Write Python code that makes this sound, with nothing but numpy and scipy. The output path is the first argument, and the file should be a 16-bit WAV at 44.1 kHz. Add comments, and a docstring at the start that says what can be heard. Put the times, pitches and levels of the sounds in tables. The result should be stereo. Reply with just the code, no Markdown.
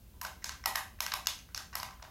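"""Abacus beads, flicked by fingers; the abacus lies on a table in a small, bare room.
Each flick is a few ms of chatter between beads and bar that rings the frame.
Fingers nudge beads softly in between. The walls answer every click with a bright tail,
over a low room rumble, a hum and faint hiss."""
import sys
import numpy as np
from scipy import signal
from scipy.fft import rfft, irfft
from scipy.io import wavfile

SR = 44100
rng = np.random.default_rng(int(sys.argv[2]) if len(sys.argv) > 2 else 0)


def unload_audio(sound):
    """Save the sound as a 16-bit wav file, at the path given as the first command line argument."""
    columns = np.transpose(np.atleast_2d(sound))
    # keep every value between -1 and 1, then stretch to whole-number steps
    steps = np.round(np.clip(columns, -1, 1) * 32767)
    wavfile.write(sys.argv[1], SR, steps.astype(np.int16))


N = 92610
LEVEL_SPAN_S = 0.0079  # click and nudge levels: energy as rms over this span


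def undb(db):
    """dB to gain."""
    return 10 ** (np.asarray(db) / 20)


def unit(x):
    """Scale to unit energy."""
    return x / np.sqrt(np.sum(x ** 2) + 1e-18)


def curve(points, hz):
    """Interpolate (frequency [Hz], value) points over log frequency."""
    p = np.array(points, float)
    return np.interp(np.log(hz + 1), np.log(p[:, 0]), p[:, 1])


def colour(x, points, size=1024):
    """Minimum-phase filter from (frequency [Hz], gain [dB]) points."""
    cepstrum = irfft(np.log(undb(curve(points, np.fft.rfftfreq(size, 1 / SR)))))
    cepstrum[1:size // 2] *= 2
    cepstrum[size // 2 + 1:] = 0
    return signal.fftconvolve(x, irfft(np.exp(rfft(cepstrum))))[:len(x)]


def delay(x, lag_s):
    """Circular fractional delay."""
    return irfft(rfft(x) * np.exp(-2j * np.pi * np.fft.rfftfreq(len(x), 1 / SR) * lag_s), len(x))


def add(out, time_s, x):
    """Mix x into out at time_s."""
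    i = max(int(time_s * SR), 0)
    out[i:i + len(x)] += x[:max(len(out) - i, 0)]


def rumble_and_hiss(mid_db=-55.5, widen_hz=596):
    """Building rumble, alike on both sides, under wide faint hiss."""
    # noise spectrum (frequency [Hz], relative level [dB])
    spectrum = [(15, -54), (25, -13), (49, -6), (84, -4.5), (111, -12.5), (153, -17), (185, -14),
                (309, -25), (796, -34.5), (1440, -38), (1560, -35.5), (1700, -39), (2050, -39.5),
                (2840, -37.5), (8360, -42), (14800, -36.5), (16000, -38)]
    hz = np.fft.rfftfreq(N, 1 / SR)
    mid_bins, side_bins = rfft(rng.standard_normal((2, N))) * undb(curve(spectrum, hz))
    mid = irfft(mid_bins, N)
    side = irfft(side_bins * np.sqrt(hz / (hz + widen_hz)), N)
    return np.array([mid + side, mid - side]) * undb(mid_db) / mid.std()


def hum(centre_hz=59, width_hz=2.9, level_db=-63):
    """Low, wavering room hum: narrow-band noise."""
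    hz = np.fft.rfftfreq(N, 1 / SR)
    band = np.exp(-((hz - centre_hz) / width_hz) ** 2)
    x = irfft(rfft(rng.standard_normal(N)) * band, N)
    return undb(level_db) * x / x.std()


def wall_reflections(x, gap_s=0.0005, rise_s=0.017, shared=0.15, size=32768):
    """Dense stereo reflections: fast build-up, treble dies first."""
    # room tail (band centre [Hz], gain [dB], t60 [s])
    bands = [(278, 12.5, 0.69), (648, 4, 0.34), (1300, -3, 0.33), (2500, -0.5, 0.33), (4540, -2.5, 0.33),
             (6220, -8.5, 0.34), (9230, 2, 0.31), (12000, -4, 0.3), (15500, -2.5, 0.15)]
    t, hz = np.arange(size) / SR, np.fft.rfftfreq(size, 1 / SR)
    noise = rng.standard_normal((3, size))
    noise_bins = rfft(np.sqrt(1 - shared) * noise[:2] + np.sqrt(shared) * noise[2])
    rise = np.clip((t - gap_s) / rise_s, 0, 1)
    tail = 0
    for centre_hz, db, t60_s in bands:
        band = curve([(row[0], row[0] == centre_hz) for row in bands], hz)
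        envelope = unit(rise * np.exp(-np.log(1000) * t / t60_s))
        tail = tail + undb(db) * irfft(noise_bins * band) * envelope
    return signal.fftconvolve(x[None], tail, axes=1)[:, :N]


def contact_force(length_ms, count=6, decay_s=0.00026, fade_db=2.5, scatter_db=1.5, size=4096):
    """Quick run of tiny bead contacts, flattened to an even, broad spectrum."""
    t, hz = np.arange(size) / SR, np.fft.rfftfreq(size, 1 / SR)
    positions = (np.arange(count) + rng.random(count)) / count
    positions[0] = 0
    force = np.zeros(size)
    for position in positions:
        db = scatter_db * rng.standard_normal() - fade_db * position
        contact = undb(db) * rng.standard_normal(size) * np.exp(-t / decay_s)
        add(force, position * length_ms / 1000, contact)
    kernel = np.exp(-((hz - hz[size // 4]) / 650) ** 2)  # smooths over +-650 Hz
    power = signal.fftconvolve(abs(rfft(force)) ** 2, kernel, "same")
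    return colour(force, np.column_stack([hz + 1, -10 * np.log10(power + 1e-9)]))


def chatter(length_ms, crack_db=11.5, ring_db=-7, detune=0.01):
    """Contacts crack and ring the modes of frame and beads."""
    # frame and bead modes (frequency [Hz], level before weighting [dB], t60 [s])
    modes = [(623, 4, 0.055), (774, 2.5, 0.091), (913, -4, 0.038), (1006, 2, 0.05), (1154, 2, 0.035),
             (1307, -0.5, 0.069), (1552, 3.5, 0.037), (1934, 1, 0.11), (2140, -5.5, 0.05),
             (2817, -7, 0.045), (4047, -17.5, 0.024), (5227, -8.5, 0.019), (6200, -2, 0.03),
             (12100, 0.5, 0.0073)]
    # abacus radiation (frequency [Hz], gain [dB])
    radiation = [(100, -32.5), (300, -27.5), (470, -20), (660, -1.5), (1000, 6), (3500, 0), (6500, 9),
                 (8700, -6.5), (11300, 2), (12600, 0.5), (14000, 0), (16000, -15)]
    force = contact_force(length_ms)
    t = np.arange(len(force)) / SR
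    body = undb(crack_db) * (t == 0)
    for mode_hz, db, t60_s in modes:
        detuned_hz = mode_hz * (1 + detune * rng.standard_normal())
        ring = np.cos(2 * np.pi * detuned_hz * t) * np.exp(-np.log(1000) * t / t60_s)
        weight = undb(ring_db) * np.sqrt(mode_hz / 4600)
        body = body + undb(db) * weight * unit(ring)
    return colour(signal.fftconvolve(force, body)[:len(force)], radiation)


def resonate(x, hz, lift_db, q=9.7):
    """Lift the resonance that the contact point favours."""
    return x + undb(lift_db) * signal.lfilter(*signal.iirpeak(hz, q, fs=SR), x)


def nudges():
    """Soft, duller contacts: a finger finds a bead and starts it sliding."""
    # bead nudges (time [s], level [dB], length [ms], tilt [dB/octave], resonance [Hz])
    events = [(0.139, -60, 4.6, -11.5, 960), (0.266, -44.5, 5.3, 6, 1150), (0.419, -49, 17, -1, 1990),
              (0.521, -45, 7.6, 2, 1530), (0.639, -39.5, 2.86, -2, 1940), (0.646, -56, 10.6, 1, 2020),
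              (0.750, -44, 3, -2, 1570), (0.988, -53.5, 4.4, -6.5, 2500), (1.129, -46, 2.16, -6.5, 2850),
              (1.258, -39, 3, 0.5, 6370), (1.389, -49.5, 2.7, 2.5, 2800), (1.489, -56.5, 1.5, -3.5, 1430),
              (1.603, -46.5, 4, -0.5, 1300), (1.729, -43, 7.2, -2, 1040), (1.740, -44.5, 6.2, -6, 1930),
              (1.799, -39, 1.88, 0, 4810), (1.888, -46.5, 1.33, -6, 1020), (1.908, -48, 4.1, -1, 1087),
              (1.998, -53.5, 3.14, -10.5, 1500), (2.049, -50.5, 3.9, -6, 1450)]
    # soft-contact colour (frequency [Hz], gain [dB])
    softness = [(300, 5), (800, -8), (1800, 2), (3000, -1), (6000, -3.5), (9000, -12), (16000, -20.5)]
    out = np.zeros(N)
    for time_s, level_db, length_ms, tilt_db_oct, ring_hz in events:
        nudge = resonate(chatter(length_ms), ring_hz, lift_db=8.5)
        nudge = colour(nudge, [(hz, db + tilt_db_oct * np.log2(hz)) for hz, db in softness])
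        add(out, time_s, undb(level_db) * np.sqrt(LEVEL_SPAN_S * SR) * unit(nudge))
    return out


def clicks():
    """Beads strike bar and neighbours. Rows: direct sound, feed to the walls."""
    # bead strikes (time [s], length [ms], direct path past the hands [dB], resonance [Hz],
    # lift [dB], then level [dB] in each of five bands)
    strikes = [(0.2141, 3.64, -2.5, 954, 12.5, -37, -41.5, -45, -38.5, -37.5),
               (0.2487, 4.54, -1, 1550, 5, -39.5, -37.5, -41.5, -40, -49.5),
               (0.4427, 1.98, -0.5, 5530, -12, -46, -40, -39.5, -30.5, -43.5),
               (0.4929, 1.58, 1, 1046, 4, -45.5, -41.5, -41.5, -39, -50),
               (0.6583, 3.44, 0, 1940, 7, -28.5, -31, -32.5, -29.5, -30.5),
               (0.7556, 3.77, 1, 1495, 1, -32, -29, -34, -31.5, -33),
               (1.0047, 2.42, -0.5, 5740, -4, -37, -35.5, -33, -29, -33),
               (1.0637, 1.59, 0, 1600, 2, -43.5, -37, -37.5, -35.5, -43),
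               (1.119, 3.83, 3, 5000, -4, -43, -40.5, -36.5, -39.5, -56),
               (1.138, 2.05, 1, 1154, 4, -33.5, -38, -36, -34.5, -37.5),
               (1.2704, 1.97, 2.5, 5670, -15, -39, -37, -28.5, -25.5, -35.5),
               (1.5466, 1.5, 0, 5470, 0.5, -47, -46.5, -39.5, -31.5, -46),
               (1.5764, 1.41, 2, 1550, -8, -47.5, -41.5, -43, -39, -47.5),
               (1.7534, 2.95, 0, 974, 5.5, -35, -37.5, -39, -34.5, -35.5),
               (1.8300, 3.04, 2.5, 1060, -2, -40, -43, -43, -40, -47),
               (2.0240, 4.05, -0.5, 760, -1, -44.5, -51.5, -49.5, -48.5, -60.5)]
    # strike bands, knock to tick (low edge [Hz], high edge [Hz])
    bands = [(500, 1300), (1300, 2400), (2400, 4600), (4600, 9000), (9000, 16000)]
    centres_hz = np.sqrt(np.prod(bands, axis=1))
    direct, to_walls = np.zeros(N), np.zeros(N)
    for time_s, length_ms, path_db, ring_hz, lift_db, *band_db in strikes:
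        click = resonate(chatter(length_ms), ring_hz, lift_db)
        hz = np.fft.rfftfreq(len(click), 1 / SR)
        for _ in range(2):  # equalise toward this strike's band levels
            power = 2 * abs(rfft(click)) ** 2 / (len(click) * LEVEL_SPAN_S * SR)
            now_db = 10 * np.log10([power[(hz >= lo) & (hz < hi)].sum() for lo, hi in bands])
            click = colour(click, np.column_stack([centres_hz, band_db - now_db]))
        add(direct, time_s, undb(path_db) * click)
        add(to_walls, time_s, click)
    return np.array([direct, to_walls])


def scene(shared=0.72, right_lag_s=0.00005):
    """The abacus reaches two microphone ports directly, off the table top and off the walls."""
    # frontal response of each port (frequency [Hz], gain [dB])
    left_port = [(500, -5), (1900, -0.5), (2400, -2.5), (2900, 2.5), (3450, -2), (4150, -0.5), (5500, -3),
                 (6400, -6), (7500, 7.5), (9000, 3), (12500, 3), (15000, -2)]
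    right_port = [(500, -3.5), (1900, -1.5), (2400, -3.5), (2900, 0.5), (3450, -14), (4100, 0),
                  (4700, -4.5), (5400, 8), (6400, -3.5), (7500, -15.5), (10000, 2.5), (12500, 2.5),
                  (15000, -11.5)]
    # slightly different sound per direction: front, left, right
    direct, to_walls = zip(*(clicks() + nudges() for _ in range(3)))
    front, *sides = direct
    left, right = (np.sqrt(shared) * front + np.sqrt(1 - shared) * side for side in sides)
    # table-top bounce
    left = left + undb(-14.5) * delay(left, lag_s=0.00046)
    right = right + undb(-15) * delay(right, lag_s=0.000682)
    near = np.array([colour(left, left_port), colour(delay(right, right_lag_s), right_port)])
    walls = sum(wall_reflections(x) for x in to_walls) / np.sqrt(3)
    return near + walls + rumble_and_hiss() + hum()


def record(dry, cutoff_hz=16000):
    """Steep recorder low-pass."""
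    return signal.sosfilt(signal.ellip(8, .2, 70, cutoff_hz, fs=SR, output="sos"), dry)


dry = scene()
out = record(dry)
unload_audio(out)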